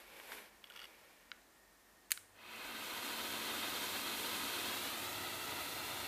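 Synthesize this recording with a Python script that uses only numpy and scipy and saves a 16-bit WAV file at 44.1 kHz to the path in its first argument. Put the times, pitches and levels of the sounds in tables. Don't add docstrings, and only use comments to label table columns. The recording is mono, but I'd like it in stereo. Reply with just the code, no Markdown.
import sys
import numpy as np
from scipy import signal
from scipy.fft import rfft, irfft, next_fast_len
from scipy.io import wavfile
from scipy.ndimage import map_coordinates

SR = 44100
rng = np.random.default_rng(int(sys.argv[2]) if len(sys.argv) > 2 else 0)


def materialize(psi):
    bounded = np.clip(np.atleast_2d(psi).T, -1, 1)
    quanta = np.round(bounded * 32767).astype(np.int16)
    wavfile.write(sys.argv[1], SR, quanta)


N = 267951
SIZE = next_fast_len(N + SR // 2)
HZ = np.maximum(np.arange(SIZE // 2 + 1) * SR / SIZE, 1)
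TAIL_T60_S = 0.39


def air():
    # [f/Hz, level per Hz/dB]
    rush_spectrum = [(88, -33), (150, -10), (278, 0), (470, -7.5), (927, -1), (1120, -4), (1240, 1.5),
                     (1770, -4.5), (2010, -4), (4140, -2), (6000, -29), (7800, -20.5), (13200, -120)]
    hiss_spectrum = [(2940, -14), (5000, -2.5), (9750, -1.5), (13300, -0.5), (14800, -2.5)]
    rumble_spectrum = [(13, -52), (22, -27), (86, 11.5), (108, 11), (156, -1), (190, 4.5), (250, -25),
                       (420, -120)]
    # [near level/dB, far level/dB, power of the flow that it follows]
    rush_law = (-42, -45, 0.97)
    hiss_law = (-45.5, -48, 1.49)
    rumble_law = (-65.5, -61.5, 1.4)
    # [f/Hz, width/Hz, near lift/dB, far lift/dB]
    hose_modes = [(134, 30, -21, 11), (187, 25, 4.5, -6), (222.7, 6.1, 13, 9.5), (282.3, 6.4, 7, 9),
                  (316, 13, 4.5, 6), (358, 14.4, 10, 11.5), (432, 11.4, 8.5, 13.5), (492, 8.5, 9, 9.5),
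                  (690, 280, 1.5, 4.5), (964, 94, 0, 3), (1305, 56, 1.5, 1.5), (1600, 91, 0, 0.5),
                  (2010, 200, 1.5, 6), (2495, 24, 1.5, 6), (2710, 40, 1.5, 7), (3296, 36, 7, 0),
                  (3590, 170, 0, 2.5), (4170, 150, -1.5, -1), (4596, 200, 4, 4)]
    # [f/Hz, gain/dB]
    slow_flow_colour = [(150, -7), (500, -1), (2500, 1), (3500, -3.5), (5000, -6)]
    # [f/Hz, gain/dB]
    echo_colour = [(300, -15), (1200, -13), (3000, -11.5), (5000, -7), (8000, -15.5), (13000, -11)]
    # [f/Hz, gain/dB]
    later_dull = [(3000, 2), (8000, -9)]
    # [near extra path/ms, far extra path/ms, near gain/dB, far gain/dB]
    later_echoes = [(3.16, 2.16, -11, -5.5), (4.02, 3.05, -8.5, -6.5)]

    air_start_s, spin_up_s = 2.327, 0.51
    since = np.maximum(np.arange(N) / SR - air_start_s, 0)
    flow = 1 - np.exp(-since / spin_up_s)
    far = ramp(4.55, 5.24)

    def near_to_far(near, distant):
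        return near + far * (distant - near)

    rush_gain, hiss_gain, rumble_gain = [from_db(near_to_far(near_db, far_db)) * flow ** power
                                         for near_db, far_db, power in (rush_law, hiss_law, rumble_law)]

    raw = noise(rush_spectrum)
    near_lift, far_lift = [sum(row[k] / (1 + ((HZ - row[0]) / row[1] * 2) ** 2) for row in hose_modes)
                           for k in (2, 3)]
    rush = (1 - far) * rms_one(colour(raw, near_lift)) + far * rms_one(colour(raw, far_lift))
    dull_fades_s = 0.45
    slow = np.exp(-since / dull_fades_s)
    rush = (1 - slow) * rush + slow * colour(rush, at_hz(slow_flow_colour))

    whistle_hz, whistle_t60_s = 2560, 0.011
    whistle_flow, whistle_flow_span = 0.4, 0.21
    passing = from_db(-57.5) * np.exp(-((flow - whistle_flow) / whistle_flow_span) ** 2)
    staying = from_db(-64.5) * flow
    whistle = rms_one(ring(rng.standard_normal(N), whistle_hz, whistle_t60_s))
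    whistle = (passing + staying) * (since > 0) * whistle

    rush = rush_gain * from_db(0.77 * drift(23)) * rush
    hiss = hiss_gain * from_db(0.46 * drift(15)) * noise(hiss_spectrum)
    inlet = rush + hiss + whistle

    bounced = colour(inlet, at_hz(echo_colour))
    echo_near_ms, echo_far_ms = 1.92, 1.48
    settle_ms = 0.06 * ramp(5.55, 5.95)
    far_echo_db = -1.5
    echoes = from_db(far_echo_db * far) * delayed(bounced, near_to_far(echo_near_ms, echo_far_ms) - settle_ms)
    dull = colour(bounced, at_hz(later_dull))
    for near_ms, far_ms, near_db, far_db in later_echoes:
        echoes += from_db(near_to_far(near_db, far_db)) * delayed(dull, near_to_far(near_ms, far_ms))
    return inlet + echoes + rumble_gain * noise(rumble_spectrum)


def snaps():
    # [t/s, peak level before the bass cut/dB, brightness/dB per octave, burst decay/ms]
    crack_list = [(2.1063, -30, -1, .8), (2.109, -27, 0, 1.1), (2.1177, -11.5, 1, .7), (2.121, -25, 0, 2.2),
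                  (2.129, -37, 0, .8), (2.175, -39, -2, .6)]
    # [f/Hz, level per Hz/dB]
    rocker_colour = [(800, -30), (1400, 0), (2800, 0), (3600, -6), (4300, 0), (5300, -8), (6400, -1),
                     (7800, -3), (9500, 0), (12000, -3), (14800, -2), (16000, -30)]
    out = np.zeros(N)
    hz = np.maximum(np.arange(129) * SR / 256, 1)
    body_db = np.interp(np.log(hz), np.log(np.array(rocker_colour)[:, 0]), np.array(rocker_colour)[:, 1])
    for s, peak_db, tilt_db, ms in crack_list:
        tilt = tilt_db * np.log2(np.maximum(hz, 1000) / 5000)
        body = np.roll(irfft(from_db(body_db + tilt)), 20)
        add(out, np.convolve(burst(ms), body[:128])[20:], s, peak_db)
    return out


def snap_wash(x):
    # [f/Hz, level per Hz/dB]
    wash_spectrum = [(900, -42), (1500, -2), (2200, -1), (3500, -5), (5500, -5), (9000, 3), (12000, -4),
                     (15000, -8)]
    wash_db = -15
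    decay = from_db(-120 * np.arange(SR // 2) / SR / TAIL_T60_S)
    power = signal.fftconvolve(x ** 2, decay / decay.sum())[:N]
    return from_db(wash_db) * np.sqrt(np.maximum(power, 0)) * noise(wash_spectrum)


def thump():
    click = np.arange(N) == round(2.1177 * SR)
    return from_db(-46) * ring(click, hz=330, t60=.008)


def creaks():
    # [t/s, peak level before the bass cut/dB, hollow note/dB, treble/dB]
    creak_list = [(.6408, -39, -18, -12), (.6545, -51, -25, 0), (.671, -48, -20, -20), (.7, -40, -10, -4),
                  (.705, -46, 14, -8), (.721, -44, -20, -7), (.7378, -45, -20, -20), (.7505, -47, -10, -15),
                  (.756, -48, 9, -17), (.7617, -39, -10, -12), (.7742, -42, -15, -8), (.7923, -38, -16, -8),
                  (.8005, -40, -18, -9), (.8165, -41, -12, -20), (.8315, -43, -16, -10),
                  (.8418, -37.5, -20, -8), (.853, -40, -15, -14), (.871, -52, -10, 6)]
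    # [t/s, peak level before the bass cut/dB]
    tap_list = [(1.3163, -27), (1.4175, -54), (2.1748, -31)]
    # [f/Hz, level/dB, time to fall 60 dB/s]
    tap_modes = [(1432, 0, .015), (2200, -1, .011), (3000, -1, .010), (3900, 0, .009), (4800, -3, .008),
                 (6200, -10, .006)]
    slip_ms = 1.7
    grip_per_s, grip_db = 1200, -58

    grains = (rng.random(N) < grip_per_s / SR) * rng.standard_normal(N)
    grip_start_s, grip_end_s, grip_edge_s = .75, .85, .015
    grip = ramp(grip_start_s, grip_start_s + grip_edge_s) - ramp(grip_end_s, grip_end_s + grip_edge_s)
    out = from_db(grip_db) * grip * rms_one(shell(grains, hollow_db=-14, treble_db=-14))

    for s, peak_db, hollow_db, treble_db in creak_list:
        add(out, shell(burst(slip_ms), hollow_db, treble_db), s, peak_db)

    nail = np.pad(np.hanning(7), (0, SR // 20))
    tap = sum((-1) ** k * from_db(db) * ring(nail, hz, t60) for k, (hz, db, t60) in enumerate(tap_modes))
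    for s, peak_db in tap_list:
        add(out, tap, s, peak_db)
    return out


def shell(slips, hollow_db, treble_db):
    # [f/Hz, level/dB, time to fall 60 dB/s]
    shell_modes = [(1430, 0, .03), (2200, -3, .009), (2900, 0, .014), (3300, -3, .011), (4500, -6, .008),
                   (5200, -13, .006), (8200, -1, .006), (11500, -1, .005), (13200, -3, .004)]
    spread = rng.normal(0, 1.5, len(shell_modes))
    out = 0
    for (hz, db, t60), extra_db in zip(shell_modes, spread):
        level_db = db + extra_db + hollow_db * (hz < 1800) + treble_db * (hz > 7000)
        out = out + from_db(level_db) * ring(slips, hz, t60)
    return out


def room(x):
    # [f/Hz, gain/dB]
    tail_colour = [(1000, -3), (2000, 0), (3500, -8.5), (6000, -15), (9000, -4), (14000, -6)]
    tail_db = -11
    t = np.arange(SR // 2) / SR
    wash = rng.standard_normal(len(t)) * from_db(-60 * t / TAIL_T60_S) * np.clip(t / 0.0014, 0, 1)
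    wash = wash / np.sqrt(np.sum(wash ** 2))
    return colour(signal.fftconvolve(x, wash)[:N], tail_db + at_hz(tail_colour))


def drag():
    # [t/s, level/dB]
    drag_levels = [(0, -55), (.04, -62), (.15, -58.5), (.32, -52), (.43, -57), (.5, -65.5), (.6, -71),
                   (.75, -61), (1.1, -67), (1.5, -76)]
    # [f/Hz, level per Hz/dB]
    body_spectrum = [(120, -33), (200, -13), (431, -5), (534, -2.5), (741, -10), (807, -5.5), (1090, -6.5),
                     (1290, -12), (1410, -5.5), (2060, -8), (2220, -4), (2550, -7), (6000, -19.5),
                     (7800, -39), (13200, -120)]
    bright_spectrum = [(2940, -34), (5000, -19), (6990, -5), (10000, -3), (11100, 0), (12500, 1),
                       (15000, -8.5)]
    # [t/s, peak level/dB, burst decay/ms]
    catches = [(.1992, -39, 1.3), (0.319, -35, 2.8)]

    body_db, = in_time(drag_levels)
    bright_db = -56.5 + 1.3 * (body_db - body_db.max())
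    fade = np.clip((drag_levels[-1][0] - np.arange(N) / SR) / 0.075, 0, 1)
    rub = rms_one(ring(rng.standard_normal(N), hz=2280, t60=.02))
    body = noise(body_spectrum) + from_db(-11) * rub
    lumps = from_db(1.1 * drift(21))
    out = fade * lumps * (from_db(body_db) * body + from_db(bright_db) * noise(bright_spectrum))

    catch_band = signal.butter(3, [450, 3600], "band", fs=SR, output="sos")
    for s, peak_db, ms in catches:
        add(out, signal.sosfilt(catch_band, burst(ms)), s, peak_db)
    return out


def background():
    # [f/Hz, level per Hz/dB]
    quiet_spectrum = [(13, -27), (36, -9), (47, 5.5), (58, -5), (71, -6.5), (130, -13), (218, -1.5),
                      (243, -6), (328, -2), (397, -6), (877, -5), (1560, -9.5), (1780, -4), (1940, -9),
                      (2840, -14), (15000, -18)]
    quiet_db, whine_db, hum_db = -65.5, -79.5, -79
    hum_hz, hum_start_s, hum_rise_s = 99, 2.15, 0.072
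    t = np.arange(N) / SR
    whine = from_db(whine_db) * rms_one(ring(rng.standard_normal(N), hz=1850, t60=.25))
    tone = np.sqrt(2) * np.sin(2 * np.pi * hum_hz * t + .5 * drift(2.8))
    hum = from_db(hum_db) * ramp(hum_start_s, hum_start_s + hum_rise_s) * tone
    return from_db(quiet_db) * noise(quiet_spectrum) + whine + hum


def burst(ms):
    t = np.arange(SR // 20) / (ms * SR / 1000)
    return rng.standard_normal(len(t)) * np.minimum(t * 3 + .1, 1) * np.exp(-t)


def add(out, hit, s, peak_db):
    at = round(s * SR)
    out[at:at + len(hit)] += from_db(peak_db) * hit / np.max(np.abs(hit))


def ring(clicks, hz, t60):
    r, w = from_db(-60 / (t60 * SR)), 2 * np.pi * hz / SR
    return signal.lfilter([0, np.sin(w)], [1, -2 * r * np.cos(w), r * r], clicks + 1e-18)


def noise(spectrum):
    return rms_one(colour(rng.standard_normal(N), at_hz(spectrum)))


def colour(x, db):
    return irfft(rfft(x, SIZE) * from_db(db), SIZE)[..., :N]


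def at_hz(points):
    return np.interp(np.log(HZ), np.log(np.array(points)[:, 0]), np.array(points)[:, 1])


def drift(rate):
    r = np.exp(-80 * np.pi * rate / SR)
    slow = signal.lfilter([1], [1, -2 * r, r * r], rng.standard_normal(N // 40 + 2002))[2000:]
    return np.interp(np.arange(N) / 40, np.arange(len(slow)), rms_one(slow))


def delayed(x, ms):
    return map_coordinates(x, [np.arange(N) - ms * SR / 1000], order=3)


def ramp(start_s, end_s):
    u = np.clip((np.arange(N) / SR - start_s) / (end_s - start_s), 0, 1)
    return u * u * (3 - 2 * u)


def in_time(rows):
    s, *columns = np.transpose(rows)
    return [np.interp(np.arange(N) / SR, s, c) for c in columns]


def from_db(db):
    return 10 ** (np.asarray(db) / 20)


def rms_one(x):
    return x / np.sqrt(np.mean(x ** 2) + 1e-20)


def scene():
    bass_cut = signal.butter(4, 1100, "high", fs=SR, output="sos")
    shell_clicks, cracks = signal.sosfilt(bass_cut, [creaks(), snaps()])
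    switch = cracks + snap_wash(cracks) + thump()
    handle = shell_clicks + room(shell_clicks)
    mid = air() + switch + handle + drag() + background()
    return np.stack([mid, mid])


def record(dry):
    mic_bass_hz, cutoff_hz = 33.5, 15020
    thin = signal.sosfilt(signal.butter(3, mic_bass_hz, "high", fs=SR, output="sos"), dry)
    return signal.sosfilt(signal.ellip(12, .5, 60, cutoff_hz, fs=SR, output="sos"), thin)


dry = scene()
out = record(dry)
materialize(out)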